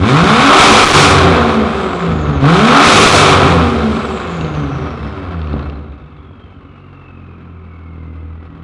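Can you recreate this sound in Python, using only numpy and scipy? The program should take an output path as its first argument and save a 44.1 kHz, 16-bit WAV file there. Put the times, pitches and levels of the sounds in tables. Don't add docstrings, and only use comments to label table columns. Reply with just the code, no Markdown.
import sys
import numpy as np
from scipy import signal
from scipy.fft import rfft, irfft, next_fast_len
from scipy.io import wavfile
from scipy.ndimage import uniform_filter1d

SR = 44100
rng = np.random.default_rng(int(sys.argv[2]) if len(sys.argv) > 2 else 0)


def to_wav(sig):
    pcm = np.clip(np.atleast_2d(sig), -1, 1) * 32767
    pcm = np.round(pcm).astype(np.int16)
    wavfile.write(sys.argv[1], SR, pcm.T)


def level_to_linear(level):
    exponent = np.asarray(level, float) / 20
    return 10 ** exponent


N = 380583
SWITCH_S = 0.062


def unit(x):
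    return x / np.sqrt(np.mean(x ** 2))


def noise():
    return rng.standard_normal(N)


def low(x, hz, order):
    return signal.sosfilt(signal.butter(order, hz, fs=SR, output="sos"), x)


def high(x, hz, order):
    return signal.sosfilt(signal.butter(order, hz, "high", fs=SR, output="sos"), x)


def curve(table):
    s, *columns = np.transpose(table)
    return [np.interp(np.arange(N) / SR, s, c) for c in columns]


def ring(x, modes):
    return sum(level_to_linear(db) * signal.lfilter(*signal.iirpeak(hz, hz / width, SR), x) for hz, width, db in modes)


def colour(x, shape):
    hz, db = np.transpose(shape)
    size = next_fast_len(N)
    log_hz = np.log(np.arange(1, size // 2 + 2) * SR / size)
    gain = level_to_linear(np.interp(log_hz, np.log(hz), db))
    return irfft(rfft(x, size) * gain, size)[:N]


def walk(rate):
    k = int(SR / rate)
    steps = np.repeat(rng.standard_normal(N // k + 1), k)
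    return unit(uniform_filter1d(uniform_filter1d(steps, k), k)[:N])


def loudest(shapes):
    return np.max([np.interp(np.arange(N) / SR, s, db) for s, db in shapes], axis=0)


def during(spans):
    return loudest([([a - SWITCH_S / 2, a, b, b + SWITCH_S], [0, 1, 1, 0]) for a, b in spans])


# t/s, firing rate f/Hz
SPEED = [(0, 85.3), (.5, 296.4), (.58, 312), (.7, 327.2), (1.1, 276.6), (1.7, 201), (2.425, 132.5),
         (2.81, 295), (3.0, 321), (3.75, 228.2), (4.45, 156.5), (5.26, 89), (5.75, 57.3), (6.05, 48),
         (6.8, 46.77), (7.3, 43.2), (8.1, 40), (8.63, 41.2)]


def engine():
    hz, = curve(SPEED)
    turns = np.cumsum(hz) / SR
    count, angle = turns.astype(int), turns % 1
    strength, gust_db = rng.standard_normal((N // 100, 2))[count].T
    gas_db, hiss_db = gas_flow(), boost()
    puff = .65 + np.minimum(angle / .06, 1) * np.exp(-angle / .4)
    puff = puff * level_to_linear(1.6 * gust_db)
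    exhaust = exhaust_pipe(count, angle, strength, puff, gas_db)
    return exhaust + tip_gas(puff, gas_db, hiss_db) + air_hiss(puff, hiss_db) + casing(puff, gas_db) + turbine(turns)


CYLINDERS = [1.7, -1.0, -.3, .8, -.1, -1.1]
# f/Hz, width/Hz, level/dB
PIPE = [(80, 14, 3), (103, 12, -11), (140, 16, -7), (161, 18, 0), (226, 24, -1), (285, 26, 1),
        (375, 34, -1), (430, 28, -3), (485, 36, -3), (590, 60, -8), (770, 80, -8)]


def exhaust_pipe(count, angle, strength, puff, gas_db):
    even_db, lumpy_db, ragged_db = burn(gas_db)
    uneven = level_to_linear(lumpy_db) * (np.take(CYLINDERS, count % len(CYLINDERS)) + 0.53 * strength)
    blow = 85 * angle * np.exp(-angle / .11)
    steady = blow + low(uneven * blow, 150, order=1)
    scatter = ring(ring(puff * noise(), [(391, 410, 0.003)]), [(400, 500, 0.003)])
    ragged = 9 * level_to_linear(ragged_db) * scatter
    pipe = ring(level_to_linear(even_db) * (low(steady, 1100, order=2) + ragged), PIPE)
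    return high(pipe, 62, order=5)


# f/Hz, width/Hz, level/dB
TIPS = [(744, 128, 17.5), (1287, 420, 18.5), (2304, 545, 6.5), (3120, 180, -7.5), (3605, 860, 3)]


def tip_gas(puff, gas_db, hiss_db):
    gas = unit(ring(ring(puff * noise(), TIPS[:2]), [(1015, 370, 0)]))
    jet = ring(ring(puff * noise(), TIPS[2:]), [(2854, 1170, 0)])
    jet_db = 0.66 * gas_db + .35 * hiss_db - .8
    return level_to_linear(gas_db) * gas + level_to_linear(jet_db) * unit(low(jet, 5350, order=3))


# f/Hz, level/dB per Hz
HISS = [(3000, -9.5), (4200, -3.5), (5500, -3), (8000, -9.5), (11000, -18), (16000, -43)]


def air_hiss(puff, hiss_db):
    return level_to_linear(hiss_db) * unit(colour(noise() * puff ** 0.6, HISS))


# f/Hz, width/Hz, level/dB
CASING = [(2210, 350, 11), (2615, 94, 11), (3040, 340, 2.5), (3720, 200, -45)]


def casing(puff, gas_db):
    return level_to_linear(0.7 * gas_db - 24.5) * unit(ring(ring(puff * noise(), CASING), CASING))


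# throttle opens t/s, lifts t/s, burble after the lift t/s,
# turbine delay after the lift t/s, coasting gas level/dB
REVS = [
    (-.01, 0.589, 0.67, 1.233, -23),
    (2.401, 2.864, 0.58, 1.138, -27),
]


def gas_flow():
    rush_s, full_before_s, shut_s = 0.051, 0.047, 0.35
    first_db, rush_db, full_db, sag_db, fade_db_s = -34, -17.5, -7.5, -12, -6
    idle_s, settle_s, idle_db = 5.67, 0.34, -52
    outlines = []
    for opens, lifts, burble_s, _, coast_db in REVS:
        build_s = lifts - opens - rush_s - full_before_s
        spans = [opens - .01, .01, rush_s, build_s, full_before_s + burble_s, shut_s, 10]
        levels = [-90, first_db, rush_db, full_db, sag_db, coast_db, coast_db + 10 * fade_db_s]
        outlines.append((np.cumsum(spans), levels))
    revs = loudest(outlines)
    caught = np.clip((np.arange(N) / SR - idle_s) / settle_s, 0, 1) ** .5
    return revs + caught * (idle_db - revs) + 0.92 * (1 - caught) * walk(rate=12)


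def boost():
    rush_s, bleed_s = .1, 0.35
    dump_lead_s = 0.78
    rush_db, built_db, dump_db, bleed_db, fade_db_s, rest_db = -37, -25, -18.5, -40, -17.5, -85.5
    outlines = []
    for opens, lifts, _, delay, _ in REVS:
        build_s = lifts - opens - rush_s - SWITCH_S
        spans = [opens - .03, .03, rush_s, build_s, SWITCH_S, delay - dump_lead_s, bleed_s, 10]
        levels = [-90, -50, rush_db, built_db, dump_db, dump_db, bleed_db, bleed_db + 10 * fade_db_s]
        outlines.append((np.cumsum(spans), levels))
    return np.maximum(loudest(outlines) + 1.3 * walk(rate=14), rest_db)


# t/s, level/dB
COAST = [(1.25, -14.5), (1.5, -17.5), (2.05, -21), (2.15, -18.5), (2.4, -19), (3.55, -14), (4.37, -28),
         (4.43, -19.5), (4.8, -24.5), (5.22, -26), (5.52, -20), (5.8, -33), (6.8, -34), (7.1, -30.5),
         (7.8, -30.5), (8.0, -23), (8.3, -25), (8.5, -27.5)]
# start t/s, length t/s, level/dB
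STUMBLES = [
    (.61, 0.13, -15.5),
    (0.893, .37, -10.5),
    (2.112, 0.27, -16.5),
    (2.898, .66, -11),
    (4.38, 0.63, -25.5),
    (6.003, 0.63, -39.5),
    (8.201, 0.54, -39),
]


def burn(gas_db):
    t = np.arange(N) / SR
    pull = during([(opens + SWITCH_S / 2, lifts) for opens, lifts, *_ in REVS])
    burble = during([(lifts, lifts + hold - SWITCH_S) for _, lifts, hold, *_ in REVS])
    opened = t - np.where(t < REVS[1][0] - SWITCH_S, REVS[0][0], REVS[1][0])
    even, = curve(COAST)
    even = even + burble * (-23.5 - even)
    even = even + pull * (-6.5 - 15 * opened - even)
    outlines = [np.minimum(gas_db - 1.5, -28)]
    for s, length, db in STUMBLES:
        rise_db, fall_db = 110 * np.maximum(s - t, 0), 70 * np.maximum(t - s - length, 0)
        outlines.append(db - rise_db - fall_db)
    lumpy = np.max(outlines, axis=0)
    lumpy = lumpy + pull * (-45.5 - lumpy)
    coast_db, pull_db, burble_db = 1, -6.5, -2
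    ragged = gas_db + coast_db + pull * (pull_db - coast_db) + burble * (burble_db - coast_db)
    return even, lumpy - even, ragged - even


# f/Hz, level/dB
TURBINE = [(1950, -95), (2100, -74), (3400, -75), (4400, -71), (5350, -59), (6500, -52.5), (7900, -51),
           (8800, -66)]
# f/Hz, width/Hz, level/dB
TURBINE_RINGS = [(2200, 100, -54), (2630, 170, -53.5), (3150, 130, -60), (4050, 200, -63)]


def turbine(turns):
    start_hz, rest_hz, slow_s = 8000, 1300, 1.9
    t, out = np.arange(N) / SR, 0
    throb = 1 + .75 * np.cos(2 * np.pi * turns)
    ends = [row[0] for row in REVS[1:]] + [N / SR + 1]
    for (_, lift, _, delay, _), end in zip(REVS, ends):
        since = np.maximum(t, lift) - lift - delay
        hz = rest_hz + (start_hz - rest_hz) * np.exp(-since / slow_s)
        flutter = 1 + hz / 130000 * walk(rate=1200)
        whistle = np.sin(2 * np.pi * np.cumsum(hz * flutter) / SR)
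        on = during([(lift + delay - .12, end)])
        out = out + on * level_to_linear(2.5 * walk(60)) * throb * whistle
    return colour(out, TURBINE) + ring(out, TURBINE_RINGS)


# t/s, peak level/dB
POPS = [(.235, -4), (.6, -3), (.72, -4), (2.106, -18), (2.428, -9), (2.87, -4), (3.06, -4), (4.41, -14),
        (4.445, -17), (4.51, -19), (5.54, -12), (5.563, -18), (5.625, -22), (6.31, -30)]


def pops():
    t = np.arange(2000) / SR
    hits = np.zeros(N)
    for s, db in POPS:
        hits[int(s * SR)] = level_to_linear(db)
    crack = 4 * (np.exp(-t / .0009) - np.exp(-t / .0004)) - .35 * np.exp(-t / .004)
    rattle = .5 * np.exp(-t / 0.0043) * ring(rng.standard_normal(len(t)), [(700, 1300, 0.018)])
    pulse = low(signal.fftconvolve(hits, crack + rattle)[:N], 1600, order=3)
    return pulse + level_to_linear(4) * ring(pulse, PIPE)


# t/s, peak level/dB, brightness level/dB
SPITS = [(4.41, -13, -3), (4.446, -19, -1), (4.55, -16, -7), (4.70, -29, 4), (4.919, -29, -11),
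         (5.416, -28, 2), (5.445, -26.5, -7), (5.472, -28, 1), (5.487, -27, -11), (5.53, -33, 7),
         (5.593, -23, -6), (5.612, -26, -12.5), (5.628, -21, -13), (5.698, -25, -6)]


def spits():
    t = np.arange(600) / SR
    out = np.zeros(N)
    for s, db, bright_db in SPITS:
        burst = level_to_linear(db) * np.exp(-t / 0.0024) * rng.standard_normal(len(t))
        modes = [(1290, 160, 0), (2680, 540, bright_db - 2.5), (3760, 450, bright_db - 9)]
        start = int(s * SR)
        out[start:start + len(t)] += 3 * ring(burst, modes)
    return low(out, 4300, order=4)


# bass t/s, treble t/s
HALL_T60_S = (1.56, 0.7)


def car_park(x):
    t = np.arange(SR * 2) / SR
    echoes = rng.standard_normal(len(t))
    bass = signal.lfilter(*signal.butter(1, 700, fs=SR), echoes)
    treble = .4 * (echoes - bass)
    tail = bass * level_to_linear(-60 * t / HALL_T60_S[0]) + treble * level_to_linear(-60 * t / HALL_T60_S[1])
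    tail = tail * np.clip(t / 0.0033, 0, 1)
    return signal.fftconvolve(x, tail / np.linalg.norm(tail))[:N]


# f/Hz, level/dB per Hz
HALL = [(15, -61.5), (30, -15.5), (80, 0.5), (130, -2.5), (280, 6.5), (600, -22.5), (1300, -4),
        (1800, -24.5), (2600, -17.5), (4800, -61.5), (11000, -96.5)]


def hall():
    return level_to_linear(-47 + walk(rate=1.3)) * unit(colour(noise(), HALL))


def scene():
    car = engine() + pops() + spits()
    return (car + level_to_linear(-12.0) * car_park(car) + hall())[None]


def top_cut(x):
    return signal.sosfilt(signal.butter(12, 11060, fs=SR, output="sos"), x)


# t/s, length t/s, push (in full scale)
SURGES = [
    (.85, 0.08, 1.2),
    (3.09, 0.035, 0.9),
    (1.3, .035, 0.35),
]


def record(dry):
    t = np.arange(N) / SR
    push = 0
    for s, length, size in SURGES:
        inside = np.minimum(t - s, s + length - t)
        push = push + size * np.clip(inside / 0.023 + 1, 0, 1)
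    drive = 1.35 * dry - push
    saturated = drive / (1 + np.abs(drive / .88) ** 4) ** .25
    coupled = high(saturated, 32, order=2)
    dull = signal.sosfilt(signal.ellip(10, .2, 75, 11050, fs=SR, output="sos"), coupled)
    return top_cut(np.clip(dull, -1, 1))


dry = scene()
out = record(dry)
to_wav(out)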